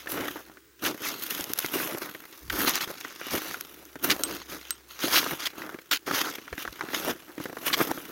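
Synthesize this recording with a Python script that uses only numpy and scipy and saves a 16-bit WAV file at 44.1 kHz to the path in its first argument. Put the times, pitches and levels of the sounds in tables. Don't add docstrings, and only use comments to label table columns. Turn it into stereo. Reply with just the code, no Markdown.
import sys
import numpy as np
from scipy import signal
from scipy.io import wavfile
from scipy.ndimage import uniform_filter1d

SR = 44100
rng = np.random.default_rng(int(sys.argv[2]) if len(sys.argv) > 2 else 0)


def digitize_waveform(pressure):
    field = np.atleast_2d(pressure).T
    bounded = np.clip(field, -1, 1)
    quanta = np.round(bounded * 32767).astype(np.int16)
    wavfile.write(sys.argv[1], SR, quanta)


N = 357651
TIME = np.arange(N) / SR
MOMENTS = TIME[::40]


def amp(db):
    return 10 ** (np.asarray(db) / 20)


def read(points, hz):
    f, value = np.transpose(points)
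    return np.interp(np.log(hz + 1), np.log(f + 1), value)


def add(mix, s, sound):
    part = mix[:, max(round(s * SR), 0):][:, :sound.shape[1]]
    part += sound[:, :part.shape[1]]


def evened(pair):
    return pair / np.sqrt(np.mean(pair.mean(0) ** 2) + 1e-20)


# (frequency [Hz], left minus right [dB])
BALANCE = [(60, -12.5), (300, -5.5), (1300, -8.5), (4000, -7.5), (7000, -4), (10000, -18.5), (16000, -8.5)]
LAG = 24


def colour(pair, spectrum, likeness, lag=LAG, size=2048):
    hz = abs(np.fft.fftfreq(size, 1 / SR))
    right_db = read(spectrum, hz)
    log_gain = np.log(amp([right_db + read(BALANCE, hz), right_db]))
    taps = np.fft.ifft(np.exp(np.conj(signal.hilbert(log_gain)))).real
    same = np.clip(likeness, 0, 1)
    left = same * pair[1] + np.sqrt(1 - same ** 2) * pair[0]
    left = np.pad(left, (lag, 0))[:pair.shape[1]]
    return signal.oaconvolve(np.array([left, pair[1]]), taps, axes=1)[:, :pair.shape[1]]


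def fracture(spectrum, decay_s, likeness, lag=LAG, spike=0, size=2048):
    burst = rng.standard_normal((2, size)) * np.exp(-np.arange(size) / SR / decay_s)
    burst[1, 0] += spike * np.linalg.norm(burst[1])
    return evened(colour(burst, spectrum, likeness, lag)) / np.sqrt(size)


def scatter(clicks, kind, kinds):
    out = np.zeros((2, len(clicks)))
    for k, sound in enumerate(kinds):
        own_clicks = (clicks * (kind == k))[None]
        out += signal.oaconvolve(own_clicks, sound, axes=1)[:, :len(clicks)]
    return out


def grains(spectrum, per_s, spread_db, clump_db, clump_s, decay_s, likeness, lag=LAG, size=N, count=14):
    knots = np.cumsum(rng.uniform(.3, 1.7, 6000)) * clump_s
    clumps = np.interp(TIME[:size], knots, np.clip(rng.standard_normal(len(knots)), -2, 2))
    heights = amp(spread_db * np.minimum(rng.exponential(1, size), 4) + clump_db * clumps)
    clicks = heights * rng.choice([-1, 1], size) * (rng.random(size) < per_s / SR)
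    patch = np.cumsum((rng.random(size) < 45 / SR) * rng.integers(1, count, size))
    kind = (patch + rng.integers(0, 2, size)) % count
    out = scatter(clicks, kind, [fracture(spectrum, decay_s, likeness, lag) for _ in range(count)])
    power = uniform_filter1d(out.mean(0) ** 2, size=2200)
    return out / np.sqrt(abs(power) + 0.041 * power.mean())


# (frequency [Hz], relative level [dB])
HUSH = [(20, -26), (60, -5), (120, 7.5), (220, -8.5), (320, 15), (430, 10), (650, -13), (1000, -3),
        (1500, 2.5), (3000, -5.5), (6000, -6.5), (8000, -6.5), (12000, -9), (16000, 1)]
HUSH_DB = -56.5


def hush():
    noise = colour(rng.standard_normal((2, N)), HUSH, likeness=0.42, lag=0)
    return amp(HUSH_DB) * evened(noise)


# (time [s], level midway between the ports [dB])
DRONE = [(0, -62.5), (2.2, -85), (3.3, -75), (4.3, -57.5), (5.2, -67), (5.8, -74), (8.1, -69)]
DRONE_HZ = 65


def drone():
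    drift = np.interp(TIME, np.linspace(0, TIME[-1], num=40), rng.standard_normal(40))
    cycles = np.cumsum(DRONE_HZ + 1.58 * drift) / SR
    level = amp(np.interp(TIME, *np.transpose(DRONE)))
    return level * np.sin(2 * np.pi * cycles) * amp([[-3], [3]])


# (time [s], length [s], relative level [dB])
PUFFS = [(2.403, 0.25, -45), (6.51, 0.048, -45), (6.66, 0.066, -52)]
# (frequency [Hz], relative level [dB])
PUFF = [(20, -24), (50, 6), (100, -3.5), (170, -9.5), (500, -35)]


def puffs():
    gust = sum(amp(db) * np.sin(np.pi * np.clip((TIME - s) / length, 0, 1)) for s, length, db in PUFFS)
    noise = evened(colour(rng.standard_normal((2, N)), PUFF, likeness=.4))
    return gust * noise * amp([[-6], [1]])


# (time [s], relative level [dB])
CLINKS = [(4.236, -8.5), (4.248, -34), (4.707, -10)]
# (frequency [Hz], relative level [dB], time to fall 60 dB [s])
METAL = [(1390, -12.5, 0.029), (3970, -11, 0.028), (8330, -4.5, 0.076), (9300, -17, 0.034)]
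# (frequency [Hz], relative level [dB])
TAP = [(700, -33), (1600, -4.5), (6200, -2.5), (10500, -3), (16000, 2)]


def clinks():
    out, t = np.zeros((2, N)), TIME[:SR // 8]
    for s, db in CLINKS:
        ring = np.zeros((2, len(t)))
        for hz, level, t60 in METAL:
            ring += amp(level - 60 * t / t60) * np.sin(2 * np.pi * (hz * t + rng.random((2, 1))))
        add(out, s, amp(db - 5) * ring)
        tap = fracture(TAP, decay_s=0.0018, likeness=0.4, lag=0)
        add(out, s, amp(db + 12.5) * tap * amp([[5], [-3]]))
    return out


# (time [s], rise constant [s], length [s], relative level [dB], fading over the length [dB])
STABS = [(2.498, 0.00045, 0.002, -25.5, -0.5), (4.097, 0.002, 0.0087, -15, 4),
         (4.11, 0.00038, 0.019, -16, 14), (5.152, 0.00083, 0.043, -18, 5),
         (5.454, 0.00083, 0.018, -23, 3.5), (5.911, 0.00091, 0.019, -21, -2.5),
         (5.924, 0.005, 0.048, -18.5, 14), (7.728, 0.00052, 0.018, -21, 0.5)]
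# (frequency [Hz], relative level [dB])
RASP = [(100, -26), (300, -14), (800, -15), (1400, -5), (2400, -4), (4200, -2), (5100, -7), (5900, -12.5),
        (9000, -20), (11500, -15.5), (16000, -15.5)]


def stabs():
    out, t = np.zeros((2, N)), TIME[:SR // 8] - .01
    for s, rise, length, db, fade_db in STABS:
        onset = np.minimum(t / rise - 2, 0)
        release = np.maximum(t - length, 0) / 0.0043
        push = np.exp(onset - release) * amp(-fade_db * t / length)
        rasp = grains(RASP, per_s=3000, spread_db=3, clump_db=1.4, clump_s=.002, decay_s=.0011,
                      likeness=.55, lag=0, size=len(t))
        add(out, s + t[0], amp(db) * push * rasp * amp([[1], [-.5]]))
    return out


# (time [s], relative level [dB])
SNAPS = [(1.307, -15), (1.409, -13.5), (1.4415, -14.5), (1.535, -7), (1.577, -18), (1.588, -7.5),
         (1.591, -7), (1.603, -18), (1.662, -13), (1.734, -19), (1.984, -19), (2.392, -32.5),
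         (2.6945, -5.5), (2.7559, -7.5), (3.005, -28), (3.01, -27), (3.082, -30), (3.268, -22),
         (3.6098, -13.5), (3.853, -29.5), (4.103, -17)]
# (frequency [Hz], relative level [dB])
SNAP = [(300, -7.5), (1500, -1), (4000, -0.5), (6500, 3.5), (8000, -6.5), (12000, 7), (16000, 1)]


def snaps():
    out = np.zeros((2, N))
    for s, db in SNAPS:
        add(out, s, amp(db + 8) * fracture(SNAP, decay_s=0.0011, likeness=0.078, spike=0.17))
    return out


# (time [s], relative crack level [dB], relative thud level [dB])
POPS = [(0.0713, -21.5, -39.5), (0.174, -22, -33), (0.2813, -19, -53), (0.3578, -26.5, -37.5),
        (0.497, -39, -48.5), (0.5706, -37, -50), (1.393, -37, -31), (1.501, -40, -31.5),
        (1.6453, -19.5, -29), (1.8001, -21.5, -34), (1.9478, -28, -28.5), (2.0175, -28, -34),
        (2.089, -29, -53), (2.148, -27.5, -38.5), (2.501, -16.5, -71), (2.604, -18, -60), (2.808, -23, -49),
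        (3.0478, -23, -40), (3.2126, -26, -38.5), (3.2675, -38, -35), (3.5426, -20, -62),
        (3.9559, -30, -35), (5.0396, -38, -25), (5.2284, -22, -33.5), (5.2627, -18, -36), (5.31, -21, -43),
        (5.6185, -25, -40), (5.743, -31, -33), (5.7874, -32.5, -43), (6.077, -23, -31),
        (6.1103, -14, -27.5), (6.1353, -21, -28.5), (6.3829, -31, -38), (6.4783, -28, -66),
        (6.5277, -23.5, -33.5), (6.5787, -23.5, -36), (6.6508, -22.5, -36), (6.676, -20.5, -41),
        (6.8088, -16, -39), (6.8364, -47, -32), (6.886, -26.5, -36), (6.9331, -24, -30.5),
        (7.3795, -31, -30.5), (7.401, -31, -29.5), (7.456, -24, -30.5), (7.4967, -35, -36),
        (7.528, -30.5, -37), (7.5684, -24.5, -35), (7.7005, -20, -38), (7.9752, -26, -35.5)]
# (frequency [Hz], relative level [dB])
PACK = [(25, -65), (60, -23), (150, -8.5), (230, -5.5), (295, 4), (400, -1), (560, -3), (800, -6),
        (1200, -15.5), (2500, -33)]
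CREAK = [(200, -41), (600, -9), (900, -0.5), (1350, 4.5), (1900, -2.5), (2500, -11), (4000, -28),
         (9000, -49)]
CRUNCH = [(600, -21), (1800, 0), (2700, 3), (3800, 1), (5000, -3), (6700, -1.5), (7300, -15.5),
          (9000, -14.5), (14000, -19)]


def pops():
    out = np.zeros((2, N))
    for s, crack_db, thud_db in POPS:
        knock = np.array(CREAK) * [rng.uniform(0.81, 1.45), 1]
        crack = amp(14.5) * fracture(knock, decay_s=0.0048, likeness=0.64, spike=0.63)
        crack += amp(1.0) * fracture(CRUNCH, decay_s=0.0032, likeness=0.31, spike=0.39)
        thud = fracture(PACK, decay_s=0.0062, likeness=1.0, spike=0.71)
        add(out, s + 0.000707, amp(crack_db) * crack)
        add(out, s, amp(thud_db + 24.0) * thud)
    return out


def stroke(s, attack, hold, db_per_s):
    rise_db = -20 * np.maximum(s - MOMENTS, 0) / attack
    return amp(rise_db - db_per_s * np.maximum(MOMENTS - s - hold, 0))


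# (time [s], swell by 20 dB [s], hold [s], fall by 20 dB [s],
# relative crunching [dB], relative ice spray [dB])
SCUFFS = [(0, .05, 0, 0.16, -48, -51), (0.093, .015, 0.035, 0.05, -49, -35),
          (0.859, 0.037, 0.0037, 0.062, -28, -32.5), (1.056, 0.072, 0.0098, 0.15, -33, -35.5),
          (1.235, 0.078, 0, 0.12, -38.5, -35), (1.307, .03, 0.0015, 0.19, -37.5, -35.5),
          (1.4, 0.14, 0, 0.1, -40, -40), (1.5, 0.057, 0, 0.073, -42.5, -40.5),
          (1.601, 0.086, .05, 0.13, -40.5, -40), (1.751, .02, 0, 0.021, -34.5, -31),
          (2.02, 0.013, 0, 0.11, -41, -41), (2.33, 0.017, 0, 0.062, -50, -62),
          (2.59, 0.012, 0.041, 0.13, -38, -31.5), (2.679, 0.033, 0.01, 0.056, -25.5, -31),
          (2.742, 0.026, 0.03, 0.058, -32, -40), (2.808, .01, 0.03, 0.028, -34, -39),
          (2.9, 0.068, 0.0086, 0.055, -44.5, -44), (2.987, 0.15, 0.11, 0.19, -48, -60),
          (3.268, 0.16, 0.065, .05, -40.5, -50), (3.32, 0.022, 0.064, 0.02, -36.5, -36),
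          (3.484, 0.067, 0.064, 0.028, -46, -47), (3.643, 0.088, 0.085, .3, -60, -55),
          (4.045, 0.018, 0.0012, .03, -34.5, -26), (4.21, 0.037, 0, 0.065, -46, -40),
          (4.268, 0.055, 0.086, 0.1, -42.5, -44.5), (4.416, 0.054, 0.0038, .04, -45.5, -62),
          (4.509, 0.061, 0.023, 0.16, -43.5, -44.5), (4.645, .08, 0.066, 0.15, -50.5, -63),
          (4.909, 0.035, 0, 0.15, -48, -50), (5.037, 0.066, 0.0094, 0.087, -31, -34.5),
          (5.133, 0.047, 0.046, 0.064, -25.5, -29), (5.404, 0.038, 0.052, 0.067, -38, -45.5),
          (5.578, 0.039, .02, 0.25, -49, -50.5), (6.146, 0.025, 0.068, 0.026, -30.5, -34.5),
          (6.355, 0.0082, 0, 0.0099, -34.5, -36), (6.598, 0.046, .025, 0.053, -41, -42),
          (6.75, 0.35, 0.21, .1, -53, -55.5), (6.948, 0.039, 0.016, 0.045, -33.5, -41),
          (7.088, 0.076, 0.032, 0.017, -37.5, -43), (7.15, 0.034, 0.061, 0.069, -58, -61),
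          (7.42, 0.045, 0.016, 0.089, -46.5, -48), (7.666, .025, 0.016, 0.033, -31.5, -28),
          (7.789, .02, 0.038, .05, -36, -34)]
SCUFF_PACK_DB, SCUFF_CREAK_DB = -13.5, -3.5


def scuffs():
    power = np.zeros((4, len(MOMENTS)))
    for s, swell, hold, dying, crunch_db, spray_db in SCUFFS:
        levels = [crunch_db + SCUFF_PACK_DB, crunch_db + SCUFF_CREAK_DB, crunch_db, spray_db]
        power += np.outer(amp(levels) ** 2, stroke(s, swell, hold, 20 / dying) ** 2)
    return power


# (time of deepest push [s], length [s], relative packing [dB], relative creaking [dB])
SINKS = [(.2, 0.14, -34, -37), (0.38, .05, -45, -46.5), (0.49, 0.1, -56.5, -58), (0.899, 0.07, -35, -52),
         (1.023, 0.026, -41.5, -50), (1.114, 0.094, -43, -57), (1.397, 0.3, -46.5, -60),
         (1.759, 0.022, -28, -50), (1.917, 0.094, -38, -43), (2.056, 0.084, -44, -43.5),
         (2.238, .03, -57, -49), (2.635, .11, -34, -34.5), (2.899, 0.056, -42, -43.5),
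         (3.35, 0.035, -28, -44), (3.782, 0.12, -54, -67), (4.134, 0.019, -38, -57),
         (4.211, 0.021, -35.5, -43), (4.304, 0.11, -37.5, -45.5), (4.541, 0.069, -42.5, -46),
         (5.06, 0.035, -33, -59), (5.328, 0.025, -35, -39), (5.644, 0.14, -42.5, -42.5),
         (6.093, 0.021, -35, -34), (6.265, 0.037, -53, -32.5), (6.86, .16, -48.5, -45.5),
         (7.092, 0.044, -28.5, -37), (7.164, 0.014, -42.5, -52), (7.3, 0.026, -46, -49),
         (7.476, 0.13, -48.5, -65), (7.808, 0.027, -24, -24.5), (7.901, 0.031, -30, -37.5),
         (8.1, 0.016, -45, -50)]


def sinks():
    power = np.zeros((4, len(MOMENTS)))
    for s, length, pack_db, creak_db in SINKS:
        push = np.exp(-(2 * (MOMENTS - s) / length) ** 2)
        power[:2] += np.outer(amp([pack_db, creak_db]) ** 2, push)
    return power


# (time fully down [s], attack [s], hold [s], fading [dB per s], relative packing [dB],
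# relative crunching [dB], relative ice spray [dB], settling crumbs against the step [dB])
STEPS = [(0.092, .025, 0.19, 87, -65, -44.5, -45, -37), (0.83, 0.019, 0.051, 257, -35.5, -42.5, -40, -16),
         (1.741, 0.081, 0.097, 90, -39.5, -38.5, -35.5, -15),
         (2.528, 0.027, 0.11, 110, -37.5, -39.5, -38, -15),
         (3.332, .025, 0.15, 88, -44.5, -42.5, -43.5, -17),
         (4.041, 0.035, 0.081, 215, -33, -39.5, -37.5, -30),
         (5.044, 0.041, 0.28, 208, -41, -39, -39, -20.5), (6.072, 0.017, 0.22, 173, -40.5, -39.5, -45, -15),
         (6.938, 0.055, 0.17, 596, -40.5, -42, -41, -18.5), (7.668, 0.17, 0.2, 65, -41.5, -45.5, -43, -6)]
STEP_CREAK_DB = -0.5
SETTLE_DB_PER_S = 9


def footfalls():
    power = np.zeros((4, len(MOMENTS)))
    for s, attack, hold, fading, pack_db, crunch_db, spray_db, settle_db in STEPS:
        settling = amp(settle_db) * stroke(s, attack, hold, SETTLE_DB_PER_S)
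        weight = stroke(s, attack, hold, fading) ** 2 + settling ** 2
        levels = [pack_db, (pack_db + crunch_db) / 2 + STEP_CREAK_DB, crunch_db, spray_db]
        power += np.outer(amp(levels) ** 2, weight)
    return power


def tread():
    power = footfalls() + sinks() + scuffs()
    return [np.interp(TIME, MOMENTS, np.sqrt(p)) for p in power]


def avalanches(per_s, spread_db, decay_s, steady):
    jolts = (rng.random(N) < per_s / SR) * amp(spread_db * np.minimum(rng.exponential(1, N), 3))
    power = signal.lfilter([1], [1, -np.exp(-1 / SR / decay_s)], jolts ** 2)
    power += steady * power.mean()
    return np.sqrt(power / uniform_filter1d(power, size=2200))


CRUMBS_PER_S, CRUMB_DB, CRUMB_SPREAD_DB, CRUMB_FOLLOWS = 50, -5, 6, 0.69


def crumbs(crunch, count=8):
    spread = CRUMB_SPREAD_DB * np.minimum(rng.exponential(1, N), 3)
    heights = amp(CRUMB_DB + spread) * crunch ** CRUMB_FOLLOWS
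    clicks = heights * (rng.random(N) < CRUMBS_PER_S / SR)
    kinds = [fracture(SNAP, decay_s=0.0017, likeness=0.27, spike=0.38) for _ in range(count)]
    return scatter(clicks, rng.integers(0, count, N), kinds)


# (frequency [Hz], relative level [dB])
SPRAY = [(3000, -15), (7600, -10), (8600, -10), (10500, -2), (12500, 3), (15800, -1)]


def steps():
    pack, creak, crunch, spray = tread()
    merged = (crunch / amp(-46.5)) ** 0.85
    jolt = avalanches(per_s=110, spread_db=4.5, decay_s=0.0023, steady=0.52 + merged)
    body = amp(0.5) * pack * grains(PACK, per_s=700, spread_db=1.0, clump_db=1.5, clump_s=0.011,
                                    decay_s=0.00055, likeness=0.95)
    body += amp(-0.5) * creak * grains(CREAK, per_s=700, spread_db=1.0, clump_db=0.5, clump_s=0.013,
                                       decay_s=0.00047, likeness=0.67)
    body += amp(1) * crunch * grains(CRUNCH, per_s=3500, spread_db=3.0, clump_db=1.5, clump_s=0.0039,
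                                     decay_s=0.0013, likeness=0.044)
    fine = amp(2) * spray * grains(SPRAY, per_s=6000, spread_db=2.5, clump_db=2, clump_s=0.0069,
                                   decay_s=0.00072, likeness=0.1)
    return body * jolt + fine * jolt ** 1.02 + crumbs(crunch)


def scene():
    background = hush() + drone() + puffs()
    return background + clinks() + stabs() + snaps() + pops() + steps()


def record(dry):
    taps = signal.firwin(511, 16050, window=("kaiser", 9), fs=SR)
    return signal.oaconvolve(dry, taps[None], "same")


dry = scene()
out = record(dry)
digitize_waveform(out)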